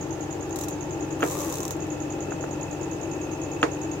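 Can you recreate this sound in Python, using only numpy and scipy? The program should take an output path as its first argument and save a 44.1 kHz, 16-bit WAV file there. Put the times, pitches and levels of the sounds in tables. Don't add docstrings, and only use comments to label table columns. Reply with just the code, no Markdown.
import sys
import numpy as np
from scipy import signal
from scipy.fft import rfft, irfft
from scipy.io import wavfile
from scipy.ndimage import uniform_filter1d

SR = 44100
rng = np.random.default_rng(int(sys.argv[2]) if len(sys.argv) > 2 else 0)


def to_wav(s):
    ch = np.atleast_2d(s).T
    pcm = np.round(np.clip(ch, -1, 1) * 32767)
    wavfile.write(sys.argv[1], SR, pcm.astype(np.int16))


N = 176400


def undb(db):
    return 10 ** (np.asarray(db) / 20)


def unit(x):
    return x / np.sqrt(np.mean(x ** 2))


def pan(db):
    return undb(np.array([[db], [-db]]) / 2)


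def clock(size):
    return np.arange(size) / SR


def over_hz(points, size, column=1):
    table = np.array(points, float)
    bin_hz = np.arange(size // 2 + 1) * SR / size
    return np.interp(np.log(bin_hz + 1), np.log(table[:, 0]), table[:, column])


def colour(x, points):
    n = x.shape[-1]
    cepstrum = irfft(np.log(undb(over_hz(points, n))), n)
    cepstrum[1:n // 2] *= 2
    cepstrum[n // 2 + 1:] = 0
    return irfft(rfft(x) * np.exp(rfft(cepstrum)), n)


def walk(rate_hz):
    hold = int(SR / rate_hz)
    steps = np.repeat(rng.standard_normal(N // hold + 1), hold)
    return unit(uniform_filter1d(uniform_filter1d(steps, hold), hold)[:N])


def drifting_phase(hz, wander, drift_hz):
    return 2 * np.pi * np.cumsum(hz * (1 + wander * walk(drift_hz))) / SR


def add(out, x, start_s):
    i = max(int(start_s * SR), 0)
    out[..., i:i + x.shape[-1]] += x[..., :max(N - i, 0)]


def stereo_noise():
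    # freq_hz, left_minus_right_db, likeness (0-1)
    image = [(100, 2.5, 0.88), (286, 1.5, 0.91), (700, 7, 0.7), (890, -0.5, 0.46), (1390, 1.5, 0.16),
             (2440, -0.5, 0.19), (4000, -1.5, 0), (5500, -5, 0), (12000, -7, 0.04)]
    likeness = np.clip(over_hz(image, N, column=2), 0, 1)
    shared = rfft(rng.standard_normal(N)) * np.sqrt(likeness)
    separate = rfft(rng.standard_normal((2, N))) * np.sqrt(1 - likeness)
    balance = undb(np.array([[1], [-1]]) * over_hz(image, N) / 2)
    noise = irfft((shared + separate) * balance, N)
    noise[1] = np.roll(noise[1], 5)
    return noise


def motor():
    # multiple, level_db
    shaft_tones = [(2, -55), (3, -47), (4, -44), (5, -47), (6, -40), (7, -46.5), (8, -59), (34, -48.5),
                   (36.3, -55.5), (38.3, -53)]
    # multiple, level_db
    mains_tones = [(2, -46.5), (4, -64.5), (6, -36)]
    # freq_hz, gain_db
    cabinet_eq = [(25, -45), (60, -19.5), (110, -19.5), (150, -9), (190, -9.5), (222, -16.5), (270, -6.5),
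                  (320, -3.5), (370, -3), (430, -8.5), (500, -9.5), (620, -12), (730, -17), (820, -11),
                  (1050, -20), (1350, -23.5), (1550, -26.5), (1750, -22.5), (2100, -29), (2700, -27),
                  (3300, -32.5), (4500, -37.5), (7000, -33), (9000, -47.5), (15500, -47)]
    # pitch_hz, half_width_hz, level_db, beat_hz
    loose_parts = [(324.6, 17.5, -37.5, 23.3), (1380, 37, -57, 56)]
    shaft_hz, mains_hz, throb_depth = 23.16, 50, 0.079
    shaft = drifting_phase(shaft_hz, wander=0.002115, drift_hz=2.897)
    mains = 2 * np.pi * mains_hz * clock(N)
    hum = np.zeros(N)
    for phase, tones in ((shaft, shaft_tones), (mains, mains_tones)):
        for multiple, level_db in tones:
            gain = undb(level_db + 0.06 * walk(rate_hz=7.73))
            hum += gain * np.sin(multiple * phase + 2 * np.pi * rng.random())
    noise = stereo_noise()
    throb = 1 + throb_depth * np.sin(2 * shaft)
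    shake = undb(-33.5) * unit(colour(noise * throb, cabinet_eq))
    for hz, half_width, level_db, beat_hz in loose_parts:
        beat = np.exp(0.74 * np.sin(drifting_phase(beat_hz, wander=0.0238, drift_hz=4.02)))
        drive = np.roll(noise, rng.integers(N), axis=1) * beat
        band = signal.butter(1, [hz - half_width, hz + half_width], "band", fs=SR, output="sos")
        buzz = signal.sosfilt(band, signal.sosfilt(band, drive))
        shake += undb(level_db) * unit(buzz)
    return hum * pan(2.5) + shake


def trill():
    # time_s, gain_db
    swell = [(0, -20), (.6, -2.5), (1, 1), (2.5, 0.5), (3.5, 4.5), (4, 3)]
    pitch_hz, half_width_hz, pulse_hz = 2604, 57, 52
    pulse = np.exp(0.74 * np.sin(drifting_phase(pulse_hz, wander=0.0202, drift_hz=3.6)))
    edges_hz = [pitch_hz - half_width_hz, pitch_hz + half_width_hz]
    band = signal.butter(2, edges_hz, "band", fs=SR, output="sos")
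    whistle = signal.sosfilt(band, rng.standard_normal((2, N)))
    fader = undb(np.interp(clock(N), *np.array(swell).T))
    return undb(-54) * unit(whistle * pulse) * fader


def chirps():
    # time_s, delay_s
    drift = [(0, 0.0096), (1, 0.0095), (2.05, 0.0044), (2.5, .012), (3.4, .0175), (4, 0.016)]
    # width_s, level_db
    strokes = [(.0021, -31), (.0028, -32)]
    # freq_hz, gain_db
    room_eq = [(5500, -12), (6300, 17), (6700, 12), (7100, 24), (7600, 4.5)]
    period_s, gap_s, room_decay_s = 0.1, 0.019, 0.023
    pitch_hz, scatter_hz, fall_hz_per_s = 6642, 45.3, 131000
    direct, wet = np.zeros(N), np.zeros((2, N))
    peak_s = clock(1024).mean()
    t = clock(1024) - peak_s
    room_fade = np.exp(-clock(8192) / room_decay_s)
    for beat_s in np.arange(0, N / SR, period_s):
        pair_s = beat_s + np.interp(beat_s, *np.array(drift).T)
        for k, (width_s, level_db) in enumerate(strokes):
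            detune_hz, accent_db = rng.standard_normal(2) * [scatter_hz, 0.5]
            phase = 2 * np.pi * ((pitch_hz + detune_hz) * t - fall_hz_per_s * t ** 2 / 2)
            rasp = 1 + 0.083 * unit(uniform_filter1d(rng.standard_normal(len(t)), size=30))
            envelope = undb(level_db + accent_db) / np.cosh(t / width_s * np.sqrt(2))
            stroke = envelope * rasp * np.sin(phase)
            walls = room_fade * rng.standard_normal((2, len(room_fade)))
            start_s = pair_s + k * gap_s - peak_s
            add(direct, stroke, start_s)
            add(wet, signal.fftconvolve(stroke[None], walls, axes=1), start_s)
    room = unit(colour(wet, room_eq)) * direct.std() * undb(-2) * pan(-3)
    return direct * np.array([[0], [1]]) + room


def ratchet():
    # start_s, gain_db
    clicks = [(0.4926, -44), (0.5587, -29.5), (0.5872, -29.5), (.611, -30), (0.636, -30.5), (0.6833, -30),
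              (1.236, -35.5), (1.2474, -35), (1.2607, -36), (1.2737, -32.5), (1.284, -35), (1.2975, -34),
              (1.3104, -31), (1.3174, -32.5), (1.328, -35), (1.3386, -34), (1.347, -35), (1.358, -40),
              (1.3684, -34), (1.3765, -35), (1.3873, -31.5), (1.397, -32), (1.4037, -30), (1.4158, -30),
              (1.428, -36), (1.4345, -33), (1.4457, -33), (1.458, -32), (1.467, -35), (1.481, -33),
              (1.4925, -34), (1.4986, -30), (1.5152, -35), (1.5244, -26), (1.540, -28), (1.5551, -28.5),
              (1.5698, -29), (1.5838, -28.5), (1.604, -27), (1.6309, -27.5), (1.6522, -26.5),
              (1.6795, -27.5), (1.7077, -22), (1.7666, -43), (1.868, -43)]
    # time_s, speed_factor
    tightening = [(.56, 1.25), (1.3, 0.89), (1.55, 1.83), (1.71, 2.44)]
    # freq_hz, left_db, right_db
    click_eq = [(300, -19, 0), (1054, 13.5, -17), (1910, -20, -10), (2800, -9, -7), (3930, 3.5, -2.5),
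                (5000, -18, -4), (5580, 2, 4.5), (6400, 5, 11.5), (7370, 10, 5), (8430, 2.5, -22),
                (9000, -17, 0), (10300, -5, -0.5), (11300, -3, -4), (13200, 0.5, 2.5), (14600, -10, -3),
                (15700, 1, -7)]
    attack_s, snap_s, rattle_s = 0.00069, 0.0018, 0.014
    out, t = np.zeros((2, N)), clock(4096)
    for start_s, gain_db in clicks:
        speed = np.interp(start_s, *np.array(tightening).T)
        attack = 1 - np.exp(-t * speed / attack_s)
        snap = np.exp(-t * speed / snap_s) * np.sqrt(speed)
        rattle = undb(-4.5) * np.exp(-t / rattle_s) / speed
        envelope = undb(gain_db + 1.5) * attack * (snap + rattle)
        add(out, envelope * rng.standard_normal((2, len(t))), start_s)
    return np.array([colour(out[ch], np.array(click_eq)[:, [0, ch + 1]]) for ch in range(2)])


def gears():
    # time_s, level_db, teeth_per_s
    winding = [(1.191, -43, 210), (1.28, -38, 247), (1.38, -37.5, 305), (1.48, -38, 277), (1.6, -43, 200),
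               (1.762, -63, 140)]
    # freq_hz, gain_db
    gear_eq = [(200, -35), (330, 0), (560, 7), (720, -6), (900, -2.5), (1200, -1.5), (1500, -18),
               (1850, -13.5), (3000, -21.5), (5000, -21)]
    time_s, level_db, teeth_per_s = np.array(winding).T
    mesh = drifting_phase(np.interp(clock(N), time_s, teeth_per_s), wander=0.02, drift_hz=120)
    teeth_passed = np.floor(mesh / (2 * np.pi))
    taps = np.diff(teeth_passed, prepend=0) * undb(5.2 * rng.standard_normal(N))
    rub = undb(1.5) * rng.standard_normal((2, N))
    grind = unit(colour(unit(taps) + rub, gear_eq))
    low_cut = signal.butter(2, 150, "high", fs=SR, output="sos")
    fader = undb(np.interp(clock(N), time_s, level_db, left=-120, right=-120))
    return signal.sosfilt(low_cut, grind) * fader * pan(5.4)


def knocks():
    # start_s, gain_db, cutoff_hz
    blows = [(1.2047, -23, 3500), (1.2225, -14.5, 3500), (1.2286, -6.5, 2600), (1.2352, -8, 646),
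             (1.2365, -16.5, 4000), (2.285, -10, 400), (2.32, -16, 1350), (2.439, -13, 1050),
             (3.629, -0.5, 3650), (3.6299, -18.5, 12000), (3.6347, -12, 800), (3.637, -21.5, 12000)]
    # pitch_hz, gain_db, t60_s
    modes = [(302, -2.5, 0.12), (408, -12, 0.12), (488, -11, 0.13), (690, -20, 0.031), (1027, -18.5, 0.093),
             (1258, 0.5, 0.022), (1468, -4.5, 0.028), (1620, 0.5, 0.017), (1860, -2, 0.019),
             (2310, -11, 0.045), (2770, -6, 0.023), (3136, -2, 0.011), (3500, -19, 0.042), (6800, -5, .025)]
    # freq_hz, gain_db
    crack_eq = [(80, -17), (250, 12), (450, 26), (1100, 16.5), (1900, 12.5), (3300, -1.5), (4500, 2.5),
                (7000, 3.5), (15000, -8)]
    attack_s, crack_s, tail_s, right_lag_samples = 0.00098, 0.0011, 0.025, 4
    out, t = np.zeros((2, N)), clock(16384)
    ring_t = np.maximum(t - np.array([[0], [right_lag_samples / SR]]), 0)
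    ring = np.zeros_like(ring_t)
    for k, (hz, gain_db, t60_s) in enumerate(modes):
        polarity = (-1) ** (k // 2)
        ring += polarity * undb(gain_db - 60 * ring_t / t60_s) * np.sin(2 * np.pi * hz * ring_t)
    crack_envelope = undb(7.5) * np.exp(-t / crack_s) * (1 - np.exp(-t / attack_s))
    tail_envelope = undb(-6) * np.exp(-t / tail_s)
    for start_s, gain_db, cutoff_hz in blows:
        crack, tail = (unit(colour(rng.standard_normal((2, len(t))), crack_eq)) for _ in range(2))
        crack[1] = 0.7 * (np.roll(crack[0], right_lag_samples) + crack[1])
        blow = ring + crack * crack_envelope + tail * tail_envelope
        dulled = signal.lfilter(*signal.butter(2, cutoff_hz, fs=SR), blow)
        add(out, undb(gain_db - 11) * dulled, start_s)
    low_cut = signal.butter(2, 237, "high", fs=SR, output="sos")
    return signal.sosfilt(low_cut, out) * pan(-1.5)


def scene():
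    return ratchet() + gears() + knocks() + motor() + trill() + chirps()


def record(dry):
    cutoff_hz = 15750
    return signal.sosfilt(signal.ellip(10, 0.2, 80, cutoff_hz, fs=SR, output="sos"), dry)


dry = scene()
out = record(dry)
to_wav(out)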